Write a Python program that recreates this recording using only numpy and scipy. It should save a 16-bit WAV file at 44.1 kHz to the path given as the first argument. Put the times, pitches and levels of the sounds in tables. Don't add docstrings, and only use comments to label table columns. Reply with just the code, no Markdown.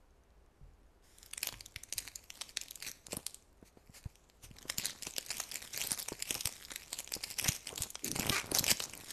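import sys
import numpy as np
from scipy import signal
from scipy.fft import rfft, irfft
from scipy.io import wavfile
from scipy.ndimage import uniform_filter1d, map_coordinates

SR = 44100
rng = np.random.default_rng(int(sys.argv[2]) if len(sys.argv) > 2 else 0)


def put_to_file(sound):
    columns = np.atleast_2d(sound).T
    safe = np.clip(columns, -1, 1)
    whole_steps = np.round(safe * 32767)
    wavfile.write(sys.argv[1], SR, whole_steps.astype(np.int16))


N = 402191

# time in seconds, rms level in dB over 3 ms around the snap,
# centre of the ring in Hz.
CREASE_SNAPS = [(1.1852, -50.5, 5400), (1.23, -47.5, 5700), (1.262, -49.5, 6800), (1.3356, -35, 4800),
                (1.3788, -33, 6160), (1.431, -27.5, 5100), (1.4335, -38, 1730), (1.472, -28.5, 7550),
                (1.4894, -36, 4860), (1.5255, -42, 1900), (1.542, -43.5, 1400), (1.6081, -40, 5150),
                (1.6612, -41.5, 5600), (1.7615, -34.5, 3500), (1.8361, -40, 5330), (1.926, -30.5, 5650),
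                (1.936, -36.5, 7000), (1.981, -28.5, 6070), (1.987, -32, 7580), (2.0846, -46, 5200),
                (2.158, -35.5, 5100), (2.3037, -38, 6200), (2.3554, -50, 2900), (2.412, -35, 5650),
                (2.4173, -33, 5870), (2.572, -27, 5530), (2.614, -35.5, 5600), (2.636, -45, 6990),
                (2.684, -46, 5000), (2.7098, -38, 5770), (2.7573, -38, 10800), (2.803, -49, 5900),
                (2.825, -37, 6040), (2.894, -43, 6517), (2.9157, -40, 4500), (3.068, -41, 6240),
                (3.1219, -38, 5100), (3.1303, -35, 5780), (3.1686, -31.5, 7670), (3.2662, -29, 6600),
                (3.345, -41, 6600), (4.156, -55.5, 5560), (4.299, -55.5, 2130), (4.586, -46.5, 4350),
                (4.6278, -48, 5750), (4.6995, -28, 6800), (4.7834, -25.5, 6330), (4.8569, -28, 5140),
                (4.867, -35.5, 6550), (5.0237, -40, 4300), (5.033, -37, 4060), (5.069, -33.5, 3184),
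                (5.1086, -44, 6000), (5.165, -36, 5790), (5.1825, -26.5, 3150), (5.2632, -42, 5070),
                (5.306, -32.5, 4980), (5.315, -33.5, 3980), (5.401, -31.5, 5930), (5.403, -33, 5900),
                (5.515, -38, 5460), (5.521, -39.5, 4400), (5.557, -32.5, 6090), (5.734, -40.5, 5280),
                (5.7758, -30.5, 6300), (5.816, -30.5, 5500), (5.824, -35.5, 3346), (5.9177, -24.5, 4660),
                (5.929, -35.5, 7100), (5.99, -35.5, 5900), (6.027, -37, 6700), (6.0858, -32, 4930),
                (6.2243, -28.5, 7450), (6.3077, -25.5, 5600), (6.409, -31.5, 6540), (6.4566, -24.5, 7460),
                (6.473, -27, 9600), (6.7065, -42, 3600), (6.718, -37, 5100), (6.7605, -34.5, 5230),
                (6.9304, -31.5, 6350), (6.989, -34, 7447), (7.004, -36, 4940), (7.076, -42, 4500),
                (7.1211, -34, 7150), (7.1387, -29.5, 4240), (7.152, -34.5, 7700), (7.2393, -31.5, 6660),
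                (7.3875, -29, 6270), (7.3972, -28, 7150), (7.444, -28.5, 6940), (7.4834, -27, 6200),
                (7.488, -24, 5800), (7.5216, -35, 7350), (7.6719, -34.5, 4200), (7.759, -37.5, 8600),
                (7.779, -34, 5930), (7.8217, -27, 5000), (7.835, -34, 5900), (7.9042, -39.5, 7500),
                (7.955, -34, 2850), (8.045, -30, 9700), (8.1158, -28.5, 6760), (8.162, -32, 4530),
                (8.197, -30, 6000), (8.231, -35, 1720), (8.2969, -23.5, 4100), (8.517, -31, 5550),
                (8.549, -24, 7300), (8.573, -29, 7000), (8.5871, -23.5, 5070), (8.594, -22, 8700),
                (8.6418, -26, 4930), (8.666, -29, 4960), (8.68, -27, 8320), (8.7052, -26, 6600),
                (8.708, -26.5, 7000), (8.7146, -20.5, 6300), (8.803, -29.5, 4470), (8.823, -39, 6650),
                (8.839, -33.5, 5450), (8.936, -39, 2860), (8.9763, -43.5, 6900)]
# frequency in Hz, spectral level in dB.
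FOIL_COLOUR = [(200, -2.5), (900, 3), (1550, -0.5), (2300, 0), (3500, -4.5), (6500, -0.5), (10500, -4.5),
               (13400, -5.5)]
# time in seconds, resting crackle level in dB.
GRIP = [(1.0, -86), (1.35, -62), (1.7, -70), (2.1, -66), (2.9, -64), (3.05, -72), (3.3, -79), (3.55, -81.5),
        (4.05, -69.5), (4.35, -78), (4.6, -62), (5.4, -56), (6.6, -52), (7.05, -59), (7.95, -62),
        (8.4, -56), (9.1, -54)]
# start in seconds, length in seconds, mid-move level in dB.
SQUEEZES = [(1.42, 0.066, -49), (1.975, .11, -52), (2.34, 0.16, -59), (2.83, .055, -45.5),
            (3.11, .025, -50), (4.05, 0.012, -59), (4.685, .02, -48), (4.78, .11, -46),
            (5.02, 0.084, -50.5), (5.29, 0.13, -46.5), (5.52, 0.06, -47), (5.63, 0.0219, -46.5),
            (5.74, .12, -42), (5.87, .06, -40), (5.97, 0.0404, -44), (6.28, .1, -43), (6.92, .09, -48),
            (7.23, .09, -46.5), (7.37, .19, -45), (7.435, 0.046, -38.5), (7.67, .03, -46),
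            (7.78, .06, -45.5), (8.05, 0.032, -42), (8.155, .23, -42.5), (8.688, 0.026, -31.5),
            (8.785, 0.066, -46.5), (9.07, 0.042, -46)]
# start in seconds, length in seconds,
# mid-move level in dB.
BRUSHES = [(1.04, 0.24, -66.5), (3.655, 0.025, -64), (3.945, 0.033, -53.5), (4.435, 0.011, -51),
           (5.35, 0.13, -56.5), (8.549, 0.015, -33.5)]
# time in seconds, slips per second, mean level in dB, unevenness from 0 to 1.
SEAM_PEEL = [(8.316, 398, -41, .005), (8.323, 398, -32.5, .005), (8.341, 392, -36, .01),
             (8.356, 400, -34, .2), (8.385, 230, -36, .2), (8.428, 150, -49, .4)]
# frequency in Hz, width in Hz, strength in dB.
POUCH_MODES = [(387, 96, -8), (1300, 270, 4), (2270, 160, 6.5), (4500, 600, 1.5), (6800, 3000, 2.5)]
# frequency in Hz, spectral level in dB.
SKIN_COLOUR = [(40, -4.5), (120, 5), (400, -1), (1100, -6.5), (4000, -31)]
# start in seconds, length in seconds,
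# mid-move level in dB before RUB_GAIN_DB.
SLIDES = [(3.06, 0.14, -59), (4.55, 0.445, -62.5), (7.43, 0.025, -44), (7.7, 0.16, -55.5),
          (8.16, 0.15, -41), (8.432, 0.062, -48.5), (8.52, 0.18, -47), (8.8, 0.23, -57)]
# start in seconds, length in seconds, start pitch in Hz,
# end pitch in Hz, rms level in dB.
DRAGS = [(4.777, 0.17, 4300, 4030, -50.5), (7.432, 0.077, 2030, 2390, -43), (7.69, 0.054, 823, 738, -58),
         (8.018, .15, 390, 189, -46)]
# time of the peak in seconds, peak of the swing in dB,
# pitch in Hz.
THUMPS = [(1.765, -40.5, 85), (3.132, -31.5, 530), (3.173, -32.5, 218), (3.628, -41, 288),
          (3.773, -44, 330), (3.898, -44, 146), (4.061, -31, 94.6), (4.512, -41.5, 147), (4.655, -39, 317),
          (4.786, -34.5, 151), (5.073, -36.5, 330), (5.919, -36, 175), (6.121, -27.5, 310),
          (6.309, -32.5, 335.3), (6.357, -35, 660), (6.458, -34, 94), (7.166, -35, 434), (7.492, -23, 119),
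          (7.729, -33.5, 453), (7.808, -33.5, 88), (8.197, -25.5, 177), (8.304, -22.5, 240),
          (8.521, -25.5, 346), (8.609, -30.5, 150), (8.725, -30.5, 184)]
# start in seconds, peak level in dB.
TABLE_BUMPS = [(0.613, -46.5), (1.529, -46.5), (1.958, -49.5), (4.438, -48)]
# mean frequency in Hz, relative level in dB, t60 in seconds.
TABLE_MODES = [(45.1, 3, 1), (88.5, 0, 0.81), (127, 2, 0.29)]
# frequency in Hz, spectral level in dB.
AIR_COLOUR = [(20, 0.5), (52, 5.5), (130, -9.5), (420, -11.5), (1000, -17.5), (3500, -31.5), (13400, -39)]

AIR_DB, TOP_HZ = -65.5, 13400
ATTACK_S, SWELL_DB, RELEASE_S = .008, 3, .016
SKIN_DB, SKIN_DB_PER_DB, RUB_GAIN_DB = -70, 0.66, -1
SETTLE_DB, SETTLE_S = -27, .06


def snaps():
    ring_s, whine, focus_db, focus_db_per_grip_db = 0.00017, 0.78, 3.5, 0.12
    splinter_db, splinter_db_per_effort_db = -11.0, 0.24
    build_s, fade_s, low_share, size = .0022, .0035, 0.11, 1024
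    out = np.zeros(N)
    effort_db = above_median(flex())
    firm_db = np.maximum(above_median(curve(GRIP)), 0)
    t = (np.arange(size) - size // 2) / SR
    for s, db, hz in CREASE_SNAPS:
        i = int(s * SR)
        sparse = rng.standard_normal(size) * (rng.random(size) < .05)
        splinters = sparse * np.exp(-np.maximum(t / fade_s, -t / build_s))
        push = splinters * undb(splinter_db + splinter_db_per_effort_db * effort_db[i]) + (t == 0)
        focus = max(focus_db - focus_db_per_grip_db * firm_db[i], 1)
        patch = facet(hz, ring_s * 2 ** (rng.random() - .5), focus, whine)
        snap = signal.fftconvolve(push, patch)
        low_hz = min(low_share * hz * 2 ** rng.uniform(-1.9, 1), TOP_HZ)
        snap = signal.sosfilt(signal.butter(2, low_hz, "highpass", fs=SR, output="sos"), snap)
        snap /= np.sqrt(np.mean(snap[:size][np.abs(t - .001) < .0015] ** 2))
        add(out, s + t[0], snap * undb(db))
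    return out


def facet(hz, ring_s, focus_db, whine, size=512):
    t = np.arange(size) / SR
    burst = rng.standard_normal(size) * np.exp(-t / ring_s)
    rattle = convolve(burst, response(FOIL_COLOUR, hz, focus_db))
    modes_hz = np.clip(hz * np.exp(0.43 * rng.standard_normal(size=(4, 1))), 1900, TOP_HZ)
    waves = np.sin(2 * np.pi * (modes_hz * t + rng.random(modes_hz.shape)))
    modes = np.sum(waves, axis=0) * np.exp(-t / (2 * ring_s))
    return unit(unit(rattle) + whine * unit(modes))


def crackle():
    rate_per_s, spread_db, window_s = 320, 8, .09
    rustle_db, tick_hz = -3, 5200
    flex_db = flex()
    effort_db = above_median(flex_db)
    rate = rate_per_s * undb(0.8 * effort_db)
    cracks = ticks(rate, spread_db, undb(rustle_db - 0.076 * effort_db), tick_hz)
    brush = unit(convolve(rng.standard_normal(N), response(FOIL_COLOUR, tick_hz, 1.0)))
    return steady(cracks, window_s) * undb(flex_db) + brush * np.sqrt(moves(BRUSHES))


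def ticks(rate, spread_db, rustle, centre_hz):
    count, focus_db, ring_s, whine = 12, 2.15, .00024, .4
    panel_s, load_db, splinter_s = .035, 6.5, .0016
    out, hold = np.zeros(N), int(panel_s * SR)
    for _ in range(count):
        steps_db = load_db * np.minimum(rng.standard_normal(N // hold + 2), 1.5)
        load = np.repeat(undb(steps_db), hold)
        load = uniform_filter1d(load[rng.integers(hold):][:N], hold // 4)
        cracks = shower(rate / count, spread_db)
        cracks /= np.sqrt(np.mean(cracks ** 2) * rate / np.mean(rate))
        splinter_power = np.abs(uniform_filter1d(cracks ** 2, int(splinter_s * SR)))
        push = cracks + rng.standard_normal(N) * np.sqrt(splinter_power + rustle ** 2)
        panel_hz = centre_hz * 2 ** (rng.random() - .5)
        out += convolve(push * load, facet(panel_hz, ring_s, focus_db, whine))
    return out


def flex():
    power = undb(curve(GRIP)) ** 2 + moves(SQUEEZES)
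    t = np.arange(SR // 2) / SR
    settling = np.exp(-t / SETTLE_S) * (1 - np.exp(-t / ATTACK_S))
    for s, db, _ in CREASE_SNAPS:
        add(power, s, (undb(db + SETTLE_DB) * settling) ** 2)
    return 10 * np.log10(power)


def moves(rows):
    power, t = np.zeros(N), np.arange(SR) / SR - .1
    for s, length_s, db in rows:
        edges = np.exp(np.minimum(t, 0) / ATTACK_S - np.maximum(t - length_s, 0) / RELEASE_S)
        swell_db = SWELL_DB * (np.clip(t / length_s, 0, 1) - .5)
        add(power, s + t[0], (edges * undb(db + swell_db)) ** 2)
    return power


def hands(x):
    near_s, far_s, move_s, echo_db = .00015, .0007, .15, -8
    lags_s = rng.uniform(near_s, far_s, int(N / SR / move_s) + 2)
    lag_s = np.interp(np.arange(N) / SR, np.arange(len(lags_s)) * move_s, lags_s)
    echo = map_coordinates(x, [np.arange(N) - lag_s * SR], order=3)
    return (x + undb(echo_db) * echo) / np.hypot(1, undb(echo_db))


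def peel():
    scatter_db, rasp_db, rasp_s, rise_octaves, size = 2.5, -12, .0007, 0.19, 256
    times, rates, levels, uneven = np.transpose(SEAM_PEEL)
    out, s, t = np.zeros(N), times[0], np.arange(size) / SR
    while s < times[-1]:
        rate, ragged = np.interp(s, times, rates), np.interp(s, times, uneven)
        progress = (s - times[0]) / (times[-1] - times[0])
        taut = 2 ** (rise_octaves * (progress - .5))
        slip = np.zeros(size)
        for k, (hz, width_hz, db) in enumerate(POUCH_MODES):
            mode_hz = hz * taut * (1 + ragged / 2 * rng.standard_normal())
            decay = np.sqrt(width_hz) * np.exp(-np.pi * width_hz * t)
            slip += (-1) ** k * undb(db) * decay * np.sin(2 * np.pi * mode_hz * t)
        rasp = rng.standard_normal(size) * np.exp(-t / rasp_s)
        db = np.interp(s, times, levels) + scatter_db * rng.standard_normal()
        sound = unit(unit(slip) + undb(rasp_db) * unit(rasp))
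        add(out, s, sound * undb(db) * np.sqrt(SR / rate / size))
        s += np.exp(ragged * rng.standard_normal()) / rate
    return out


def rub():
    rate_per_s, spread_db, window_s = 700, 11.0, 0.058
    effort_db = above_median(flex())
    power = undb(SKIN_DB + SKIN_DB_PER_DB * effort_db) ** 2 + moves(SLIDES)
    catches = convolve(shower(rate_per_s, spread_db), response(SKIN_COLOUR))
    return steady(catches, window_s) * np.sqrt(power) * undb(RUB_GAIN_DB)


def drags():
    half_width, rate_per_s, spread_db, window_s = .22, 1500, 5, 0.046
    out = np.zeros(N)
    for s, length_s, start_hz, end_hz, db in DRAGS:
        hz = np.geomspace(start_hz, end_hz, num=int(length_s * SR))
        catches = shower(rate_per_s, spread_db)[:len(hz)]
        turn = np.exp(2j * np.pi * np.cumsum(hz) / SR)
        lowpass = signal.butter(2, half_width * start_hz, fs=SR, output="sos")
        sound = np.real(turn * signal.sosfilt(lowpass, catches / turn))
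        add(out, s, undb(db) * unit(steady(sound, window_s) * signal.windows.tukey(len(hz), .5)))
    return out


def thumps():
    rise_cycles, scuff_db, scuff_s, size = 0.509, -15, 0.011, 4096
    out, t = np.zeros(N), np.arange(size) / SR
    for s, db, hz in THUMPS:
        age = t * hz / rise_cycles
        swing = (age * np.exp(1 - age)) ** 3 * np.cos(2 * np.pi * rise_cycles * (age - 1))
        noise = unit(convolve(rng.standard_normal(size), response(SKIN_COLOUR)))
        scuff = noise * np.exp(-t / scuff_s) * hz / 250
        add(out, s - rise_cycles / hz, undb(db) * (swing + undb(scuff_db) * scuff))
    return out


def table():
    out, t = np.zeros(N), np.arange(SR // 2) / SR
    for s, peak_db in TABLE_BUMPS:
        boom = np.zeros(len(t))
        for hz, db, t60_s in TABLE_MODES:
            mode_hz = hz * (1 + 0.125 * rng.standard_normal())
            boom += undb(db - 60 * t / t60_s) * np.sin(2 * np.pi * mode_hz * t)
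        add(out, s, undb(peak_db) * boom / np.abs(boom).max())
    return out


def room(x):
    t60_s, damp_hz, wet_db, gap_s = 0.49, 8000, -18, .004
    t = np.arange(SR // 2) / SR
    tail = rng.standard_normal(len(t)) * undb(-60 * t / t60_s) * (t > gap_s)
    tail = signal.sosfilt(signal.butter(1, damp_hz, fs=SR, output="sos"), tail)
    return x + undb(wet_db) * convolve(x, tail / np.linalg.norm(tail))


def air():
    hum_hz, hum_db = 411, -85
    noise = unit(convolve(rng.standard_normal(N), response(AIR_COLOUR, size=8192)))
    hum = np.sin(2 * np.pi * hum_hz * np.arange(N) / SR)
    return undb(AIR_DB) * noise + undb(hum_db) * hum


def shower(rate, spread_db):
    out = np.zeros(N)
    hits = np.flatnonzero(rng.random(N) < rate / SR)
    draws = rng.standard_normal((N // 20, 2))[:len(hits)]
    out[hits[:len(draws)]] = undb(spread_db * np.minimum(draws[:, 0], 2)) * np.sign(draws[:, 1])
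    return out


def response(points, centre_hz=1000, focus_db=0, size=1024):
    hz, db = np.transpose(points)
    octave = np.log2(np.maximum(np.fft.rfftfreq(size, 1 / SR), 1))
    distance = np.minimum((octave - np.log2(centre_hz)) ** 2, 2 * 2)
    db = np.interp(octave, np.log2(hz), db) - focus_db * distance
    cepstrum = irfft(np.log(undb(db)))
    cepstrum[1:size // 2] *= 2
    cepstrum[size // 2 + 1:] = 0
    return irfft(np.exp(rfft(cepstrum)))


def convolve(x, impulse):
    return signal.oaconvolve(x, impulse)[:len(x)]


def steady(x, window_s):
    power = uniform_filter1d(x ** 2, max(int(window_s * SR), 1))
    return x / np.sqrt(np.abs(power) + np.mean(x ** 2) / 1000)


def curve(rows, axis=1):
    rows = np.array(rows, float)
    return np.interp(np.arange(N) / SR, rows[:, 0], rows[:, axis])


def above_median(db):
    return db - np.median(db)


def undb(db):
    return 10 ** (np.asarray(db) / 20)


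def unit(x):
    return x / np.sqrt(np.mean(x ** 2))


def add(out, s, sound):
    i = max(int(s * SR), 0)
    out[i:i + len(sound)] += sound[:max(N - i, 0)]


def scene():
    foil = hands(snaps() + crackle())
    wrapper = room(foil + peel() + rub() + drags())
    return (wrapper + thumps() + table() + air())[None]


def record(dry):
    return signal.sosfilt(signal.ellip(10, .2, 70, TOP_HZ, fs=SR, output="sos"), dry)


dry = scene()
out = record(dry)
put_to_file(out)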